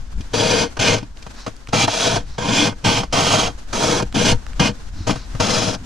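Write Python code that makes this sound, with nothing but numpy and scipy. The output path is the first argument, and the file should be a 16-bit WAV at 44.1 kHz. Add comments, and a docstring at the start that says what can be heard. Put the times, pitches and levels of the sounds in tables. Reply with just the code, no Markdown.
"""Hand auger in lake ice

A hand auger is cranked through lake ice, a metre or two from a hand-held camera, in open snow.
At each push the blades bite and shave off a dense run of tiny fractures: filtered impulsive noise
that shakes the ice, sounds the hole and rings the steel shaft through banks of resonators.
Between pushes the crank snaps lightly and sleeves swish, both as short bursts of coloured noise;
soft bumps, wind rumble and a faint hiss are coloured noise under slow level curves."""
import sys
import numpy as np
from scipy import signal
from scipy.fft import rfft, irfft
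from scipy.io import wavfile
from scipy.ndimage import uniform_filter1d

SR = 44100
rng = np.random.default_rng(int(sys.argv[2]) if len(sys.argv) > 2 else 0)


def unload_wav(signal):
    """Save mono or channel-first audio to the path in sys.argv[1] as 16-bit WAV at rate SR, clipped to [-1, 1]."""
    wavfile.write(
        sys.argv[1],
        SR,
        np.round(np.clip(np.atleast_2d(signal).T, -1, 1) * 32767).astype(np.int16),
    )


N = 257984
TIME = np.arange(N) / SR  # s
FREQ = np.maximum(np.arange(N // 2 + 1) * SR / N, 1)  # Hz
SIDES = np.array([[1], [-1]])  # opposite signs at the left and right ports

# Pushes on the crank, each one cut of the blades: catch_s, let_go_s, rasp_db, build_up_db, sag_db, run_out_s,
# thud_db of the ice, ring_db of the steel, hiss_db of the shavings (these three relative to the rasp),
# dulling_db along the push, hole_hz and shaft_hz (favoured pitches); levels precede the balance in cracks()
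CRANK_PUSHES = [ (0.336, 0.629, -22, 1.3, -1, 0.019, 0.5, -1, -2, -0.5, 463, 4700),
                (0.793, 0.94, -20.5, 5.6, 1.5, 0.024, 1.5, 3, -1, 2, 500, 6560),
                (1.728, 1.85, -19.5, 6, 7, 0.007, 3.5, 3, 1.5, -8.5, 846, 2350),
                (1.874, 2.166, -24, 11.7, 0, 0.019, -3, 2.5, 2.5, 9.5, 673, 1510),
                (2.382, 2.531, -26, 3.6, -3, .018, 3, -3, -5.5, 0.5, 1020, 7000),
                (2.518, 2.674, -21, 5.7, 2, .018, 2.5, 2, 1.5, 6, 290, 3420),
                (2.844, 2.991, -21.5, 1.5, 3, 0.022, 4.5, 0.5, 0, -2.5, 890, 3280),
                (3.13, 3.477, -20, 3.2, 7.5, 0.012, 1.5, 0, 0, -2, 713, 3220),
                (3.729, 3.997, -19, 6.3, 5.5, 0.015, 0, -5, -1, 1, 358, 2210),
                (4.145, 4.319, -18.5, 6.1, 3.5, 0.0095, 4, -1, 0, -3.5, 223, 2870),
                (4.597, 4.684, -19.5, 0.44, 6.5, 0.012, 7, -1, -2.5, -6.5, 202, 2930),
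                (5.07, 5.102, -24.5, 1.1, 5, 0.037, 6.5, -2, -2, -4, 610, 1540),
                (5.399, 5.752, -20, 4.6, 11, 0.0062, 1.5, -1.5, -1, -2, 103, 5180), ]


def undb(db):
    """Logarithmic level: decibels to an amplitude gain."""
    return 10 ** (np.asarray(db) / 20)


def over_freq(points):
    """Spectral envelope: (Hz, value) points joined on a log-frequency axis."""
    hz, value = np.transpose(points)
    return np.interp(np.log(FREQ), np.log(hz), value)


def unit(x):
    """Normalization to an rms amplitude of 1."""
    return x / np.sqrt(np.mean(x ** 2))


def walk(rate_hz):
    """Random modulation: levels held for 1 / rate_hz and smoothed over as long, rms 1."""
    hold = max(int(SR / rate_hz), 1)
    steps = rng.standard_normal(N)[np.arange(N) // hold]
    return unit(uniform_filter1d(steps, hold))


def noise(points):
    """Spectral shaping: white noise filtered to a given colour, rms 1."""
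    white = rfft(rng.standard_normal(N))
    return unit(irfft(white * undb(over_freq(points)), N))


def resonate(x, hz, width_hz):
    """Resonance: one mode as a band-pass with gain 1 at its centre."""
    return signal.lfilter(*signal.iirpeak(hz, hz / width_hz, fs=SR), x)


def below(hz, order=8):
    """Crossover: the share of amplitude passed below a frequency, one half at that frequency."""
    return 1 / (1 + (FREQ / hz) ** order)


def auger():
    """Source and resonator: cutting forces excite ice and steel, and level difference places the sound sideways."""
    # where the hole lies as the camera turns: time_s, left_minus_right_db
    aim = [(0.6, 2.5), (2.2, 1.4), (3.5, 0.2), (4.4, 1), (5.3, 3.5)]
    force = np.hypot(pushes(), bites())
    direct = body(spiral(cracks(force))) + ticks()
    scattered = cracks(force)
    pan_db = np.interp(TIME, *np.transpose(aim))
    return ports(direct, scattered) * undb([pan_db / 2, -pan_db / 2])


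def pushes(attack_s=0.0085, graze=0.07, graze_s=0.02, thud_lag_s=0.017, rasp_lag_s=0.0086, thud_linger=1.16,
           build_power=2.8, sag_power=3, follow=(0.8, 0.9, 1.2, 1.2)):
    """Force envelope: blades graze, catch, build up, sag and run out, the treble first.

    Rows are thud, rasp, ring and hiss; follow is how closely each keeps to the effort.
    """
    force = np.zeros((4, N))
    for start, end, db, build, sag, run_out, thud, ring, hiss, dulling, *_ in CRANK_PUSHES:
        along = np.clip((TIME - start) / (end - start), 0, 1)  # 0 at the catch, 1 at the let-go
        effort_db = -build * (1 - along) ** build_power - sag * along ** sag_power
        tilt_db = dulling * (along - 0.5)

        grazing = graze * np.exp(-np.clip(start - TIME, 0, 1) / graze_s)
        catch = np.maximum(np.clip((TIME - start) / attack_s + 0.5, 0, 1), grazing)

        colours_db = (thud + tilt_db, 0, ring - tilt_db, hiss - tilt_db)
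        lags_s = (thud_lag_s, rasp_lag_s, 0, 0)
        releases_s = (run_out * thud_linger, run_out, run_out, run_out)
        for k, (colour_db, share, lag, release) in enumerate(zip(colours_db, follow, lags_s, releases_s)):
            gate = catch * np.exp(-np.clip(TIME - end - lag, 0, 1) / release)
            strength = gate * undb(db + share * effort_db + colour_db)
            force[k] = np.maximum(force[k], strength)
    return force


def bites(rise_s=0.0028, fall_s=0.0055, bite_db=-6.5):
    """Transient excitation: as a blade digs in or the crank knocks, force rises and decays exponentially."""
    # short bites of the blades and knocks of the crank: time_s, rasp_db (before bite_db),
    # thud_db, treble_db (both relative to the rasp; treble is ring and hiss)
    digs = [(0.21, -26.5, 1, 3.5), (0.771, -6.5, -7, -11), (0.799, -22, 22, 12), (0.984, -12, -10, -4.5),
            (1.03, -22.5, 17, -6), (1.226, -34.5, 5, 7), (1.267, -16, 2.5, -10), (1.466, -8.5, -10, -10.5),
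            (1.48, -14, 6.5, -9.5), (1.688, -23.5, 9, -1), (1.733, 0, -6, -11), (1.842, -10.5, 12.5, -11),
            (1.881, -0.5, 4, -14.5), (2.384, -4, -6, -15), (2.727, -17.5, 8, -17), (2.845, -28, -4, -10),
            (3.035, -10.5, -15, -8.5), (3.128, -8, -15, -0.5), (3.732, -7.5, -10, -3.5),
            (4.025, -7, 15, -7.5), (4.599, -2.5, -6, -4.5), (5.095, -3, 4, -25), (5.159, -13.5, 11, -8.5),
            (5.351, -14, 10.5, -14), (5.403, 0, -2, -8.5)]
    force = np.zeros((4, N))
    for s, db, thud, treble in digs:
        age = np.clip(TIME - s + rise_s, 0, fall_s * 20)
        burst = (1 - np.exp(-age / rise_s)) * np.exp(-age / fall_s)
        levels_db = db + bite_db + np.array([thud, 0, treble, treble])
        force += np.outer(undb(levels_db), burst)
    return force


def cracks(force, thud_db=-6.5, rasp_db=-5, ring_db=-6.0, hiss_db=-6.0):
    """Band-wise excitation: the same fractures shake the ice sheet, sound the hole, strike the shaft and hiss."""
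    # broad colour of the cut: freq_hz, level_db (relative, per Hz)
    cut = [(65, -22), (105, -2), (220, -2.5), (355, -10), (700, -7), (1200, -8), (1900, -13.5), (2600, -7),
           (4400, -12.5), (6300, -15.5), (8100, -27), (10200, -29), (11700, -44), (14500, -46)]
    breaks = fractures()
    # thud, rasp, ring and hiss split at 314, 1756 and 4610 Hz
    edges = [0 * FREQ, below(314), below(1756), below(4610), np.ones_like(FREQ)]
    registers = np.diff(edges, axis=0)
    spectrum = 0
    for strength, register, db in zip(force, registers, (thud_db, rasp_db, ring_db, hiss_db)):
        colour = undb(over_freq(cut)) * register
        colour = colour / np.sqrt(np.mean(abs(colour) ** 2))
        spectrum = spectrum + undb(db) * rfft(breaks * strength) * colour
    return irfft(spectrum, N)


def fractures(per_s=9000, spread_db=2.5, chatter_hz=240, chatter_db=0.15, judder_hz=60, judder_db=1.54,
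              powder=0.66):
    """Random impulses: dense tiny breaks over a hiss of powder, bunched as the edge sticks and slips."""
    sizes_db = spread_db * np.minimum(rng.exponential(size=N), 4)
    impulses = undb(sizes_db) * rng.choice([-1, 1], N)
    happens = rng.random(N) < per_s / SR
    breaks = unit(impulses * happens) + powder * rng.standard_normal(N)
    stick_slip_db = chatter_db * walk(chatter_hz) + judder_db * walk(judder_hz)
    return unit(breaks * undb(stick_slip_db))


def spiral(x, ring_s=0.0054, ring_db=-7, turns_per_s=0.546, lowest_hz=1000):
    """Dense modes: the steel spiral rings as brief decaying noise, two mixes trading places as it turns."""
    angle = 2 * np.pi * turns_per_s * TIME
    ring = 0
    for facing in (np.cos(angle), np.sin(angle)):
        tail = rng.standard_normal(N) * np.exp(-np.minimum(TIME / ring_s, 50))
        tail = tail / np.sqrt(np.sum(tail ** 2))
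        ring = ring + rfft(x * facing) * rfft(tail)  # convolution
    return x + undb(ring_db) * irfft(ring * (1 - below(lowest_hz)), N)


def body(crack, wander_db=-0.3, wander_hz=7):
    """Modal resonance: ice, hole and shaft ring, fed unevenly as the blades move round; each push favours two."""
    # resonances of the ice, the hole and the steel shaft: freq_hz, width_hz, lift_db
    modes = [(109, 19, 7.0), (192, 18, 3.5), (295, 35, 7.5), (407, 35, 4.0), (478, 28, 11.5),
             (631, 57, 7.5), (791, 55, 4.0), (931, 33, 7.0), (1098, 33, 2.0), (1248, 67, 3.0),
             (1549, 82, 6.0), (1839, 39, 6.0), (2110, 50, 6.5), (2361, 87, 5.0), (2443, 46, 8.0),
             (2761, 58, 4.0), (2917, 62, 4.5), (3142, 80, 8.0), (3262, 64, 3.5), (3360, 71, 7.5),
             (3744, 37, 3.5), (3885, 38, 6.0), (4089, 55, 7.0), (4341, 57, 6.5), (4802, 263, 4.0),
             (5443, 197, 4.5), (5996, 50, 3.5), (6182, 36, 3.5), (6370, 45, 7.0), (7480, 234, 4.5)]
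    favour_db, favour_q = (7, 7.5), (8.6, 26)  # lift and sharpness: (hole, shaft)
    out = crack
    for hz, width_hz, lift_db in modes:
        fed = crack * undb(wander_db * walk(wander_hz))
        out = out + (undb(lift_db) - 1) * resonate(fed, hz, width_hz)
    for start, end, *_, hole_hz, shaft_hz in CRANK_PUSHES:
        during = 1.0 * (TIME > start) * (TIME < end + 0.05)
        held = uniform_filter1d(during, size=400)
        for hz, db, q in zip((hole_hz, shaft_hz), favour_db, favour_q):
            out = out + (undb(db) - 1) * resonate(out * held, hz, hz / q)
    return out


def ticks(ring_s=0.0012, width_hz=2600, tick_db=-2.5):
    """Impact: play in the crank joint closes with a small, dry, exponentially decaying snap."""
    # dry ticks of the crank joint: start_s, peak_db (before tick_db), pitch_hz
    snaps = [(1.172, -27.5, 3200), (1.5653, -33, 5430), (1.673, -23.5, 1520), (4.126, -20, 1680),
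             (4.466, -19.5, 1360), (4.533, -24, 1350)]
    out, age = np.zeros(N), TIME[:600]
    for s, db, hz in snaps:
        snap = rng.standard_normal(len(age)) * np.exp(-age / ring_s)
        snap = resonate(resonate(snap, hz, width_hz), hz, width_hz)
        start = int(s * SR)
        out[start:start + len(age)] += snap / abs(snap).max() * undb(db + tick_db)
    return out


def ports(direct, scattered):
    """Interaural-like cues: two ports half cupped by a hand differ in level and phase; scatter widens them."""
    # level at the two microphone ports: freq_hz, left_minus_right_db
    balance = [(60, -0.5), (200, 3.5), (470, 8), (650, 3.5), (900, -4.5), (1400, -9.5), (1900, -3),
               (3600, -4), (5400, 2), (6700, 3), (8500, -4.5), (13000, -1)]
    # phase at the two ports: freq_hz, left_lead_rad
    phase = [(60, .1), (280, .1), (480, -.55), (700, -1.35), (1300, -1.05), (1650, 0), (4500, -.1),
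             (7500, -.5), (13000, -.2)]
    # sound scattered by snow and bodies, opposite in sign at the ports: freq_hz, gain_db
    scatter = [(100, -14), (800, -13), (1450, -8), (2000, -7.5), (4000, -11.5), (7000, -3.5), (12000, -7)]
    half = undb(over_freq(balance) / 2) * np.exp(0.5j * over_freq(phase))
    pair = np.array([half, 1 / half])
    pair = pair / abs(pair.mean(axis=0))  # their mean keeps the colour of the direct sound
    side = rfft(scattered) * undb(over_freq(scatter)) * SIDES
    return irfft(rfft(direct) * pair + side, N)


def sleeves(zip_hz=3950, zip_width_hz=450, zip_db=5, width=0.28, sleeve_db=-4.0):
    """Friction noise: jacket cloth slides over itself as the arm comes round; its weave gives a faint zip."""
    # swishes of a sleeve: middle_s, half_length_s (to 1/e), level_db (before sleeve_db)
    swishes = [(1.41, 0.05, -38.5), (2.333, 0.076, -44.5), (5.016, 0.062, -40), (5.202, 0.057, -40)]
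    # colour of the cloth: freq_hz, level_db (relative, per Hz)
    weave = [(240, -41), (400, -11), (520, -28), (576, -22), (676, -2), (1110, 0), (3500, -9), (3820, -3),
             (5500, -1), (13000, -37)]
    cloth = noise(weave) + width * noise(weave) * SIDES
    cloth = cloth + (undb(zip_db) - 1) * resonate(cloth, zip_hz, zip_width_hz)
    strength = 0
    for s, half, db in swishes:
        swish = np.exp(-np.minimum(((TIME - s) / half) ** 2, 20))
        strength = strength + undb(db + sleeve_db) * swish
    return cloth * strength


def air(air_db=3.5, flicker_db=2.5, width=0.81, hollow_hz=1520, hollow_width_hz=260, hollow_db=3.5):
    """Broadband ambience: a soft hiss over the open lake, with a resonance under the cupped hand."""
    # colour of the background: freq_hz, level_db (relative, per Hz)
    colour = [(88, -40), (150, -40), (225, 0.5), (364, -9.5), (648, -11.5), (727, -10), (1030, -11.5),
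              (1180, -13), (1480, -13.5), (2020, -16.5), (2260, -18), (6520, -19), (12100, -36.5),
              (14900, -50)]
    # level of the background: time_s, level_db (before air_db)
    swell = [(0.1, -52), (0.7, -50), (1.1, -56), (1.3, -50), (1.6, -53), (2.3, -53.5), (3.05, -55.5),
             (3.6, -51), (4.45, -48.5), (4.85, -51), (5.3, -49), (5.82, -49)]
    hiss = noise(colour) + width * noise(colour) * SIDES
    hiss = hiss + (undb(hollow_db) - 1) * resonate(hiss, hollow_hz, hollow_width_hz)
    swell_db = np.interp(TIME, *np.transpose(swell))
    return hiss * undb(air_db + swell_db + flicker_db * walk(50))


def bumps(bump_db=2.5):
    """Structure-borne sound: dull handling thumps swell and die away exponentially, alike at both ports."""
    # soft bumps as the holder of the camera shifts in the snow: peak_s, level_db (before bump_db), rise_s, fall_s
    shifts = [(0.205, -23, 0.014, 0.0082), (5.01, -27, 0.038, 0.023), (5.822, -28, 0.013, 0.023)]
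    # colour of the bumps: freq_hz, level_db (relative, per Hz)
    colour = [(40, 2), (75, 24.5), (130, 7), (320, 3.5), (480, -31), (1500, -50)]
    strength = 0
    for s, db, rise, fall in shifts:
        distance = np.maximum((s - TIME) / rise, (TIME - s) / fall)
        strength = strength + undb(db) * np.exp(-np.minimum(distance, 20))
    return noise(colour) * strength * undb(bump_db)


def wind(wind_db=3.0, buffet_db=-0.8, left_db=1.4, width=0.19):
    """Turbulent pressure: low gusts buffet the camera, nearly alike at both ports."""
    # colour of the wind on the microphone: freq_hz, level_db (relative, per Hz)
    colour = [(14, 4), (26, -2.5), (40, 3), (65, -7), (110, -16.5), (200, -22.5), (400, -48), (1000, -78)]
    # strength of the wind: time_s, level_db (before wind_db)
    gusts = [(0.0, -30.5), (0.08, -38), (0.18, -24.5), (0.24, -34), (1.81, -41), (1.84, -46), (2.31, -31),
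             (2.51, -37), (4.27, -31), (4.33, -20.5), (4.42, -31.5), (4.61, -30), (4.71, -34), (4.84, -32),
             (5.25, -33.5), (5.85, -38)]
    rumble = noise(colour) + width * noise(colour) * SIDES
    gust_db = np.interp(TIME, *np.transpose(gusts))
    # left_db raises the left port and lowers the right
    return rumble * undb(gust_db + wind_db + left_db * SIDES + buffet_db * walk(12))


def scene():
    """Superposition: the auger, the sleeves and the open air add linearly."""
    return auger() + sleeves() + air() + bumps() + wind()


def record(dry, top_hz=14200):
    """Band limiting: peaks are clipped at full scale, then a steep low-pass cuts the top."""
    low_pass = signal.ellip(8, 0.2, 70, top_hz, fs=SR, output="sos")
    return signal.sosfilt(low_pass, np.clip(dry, -1, 1))


dry = scene()
out = record(dry)
unload_wav(out)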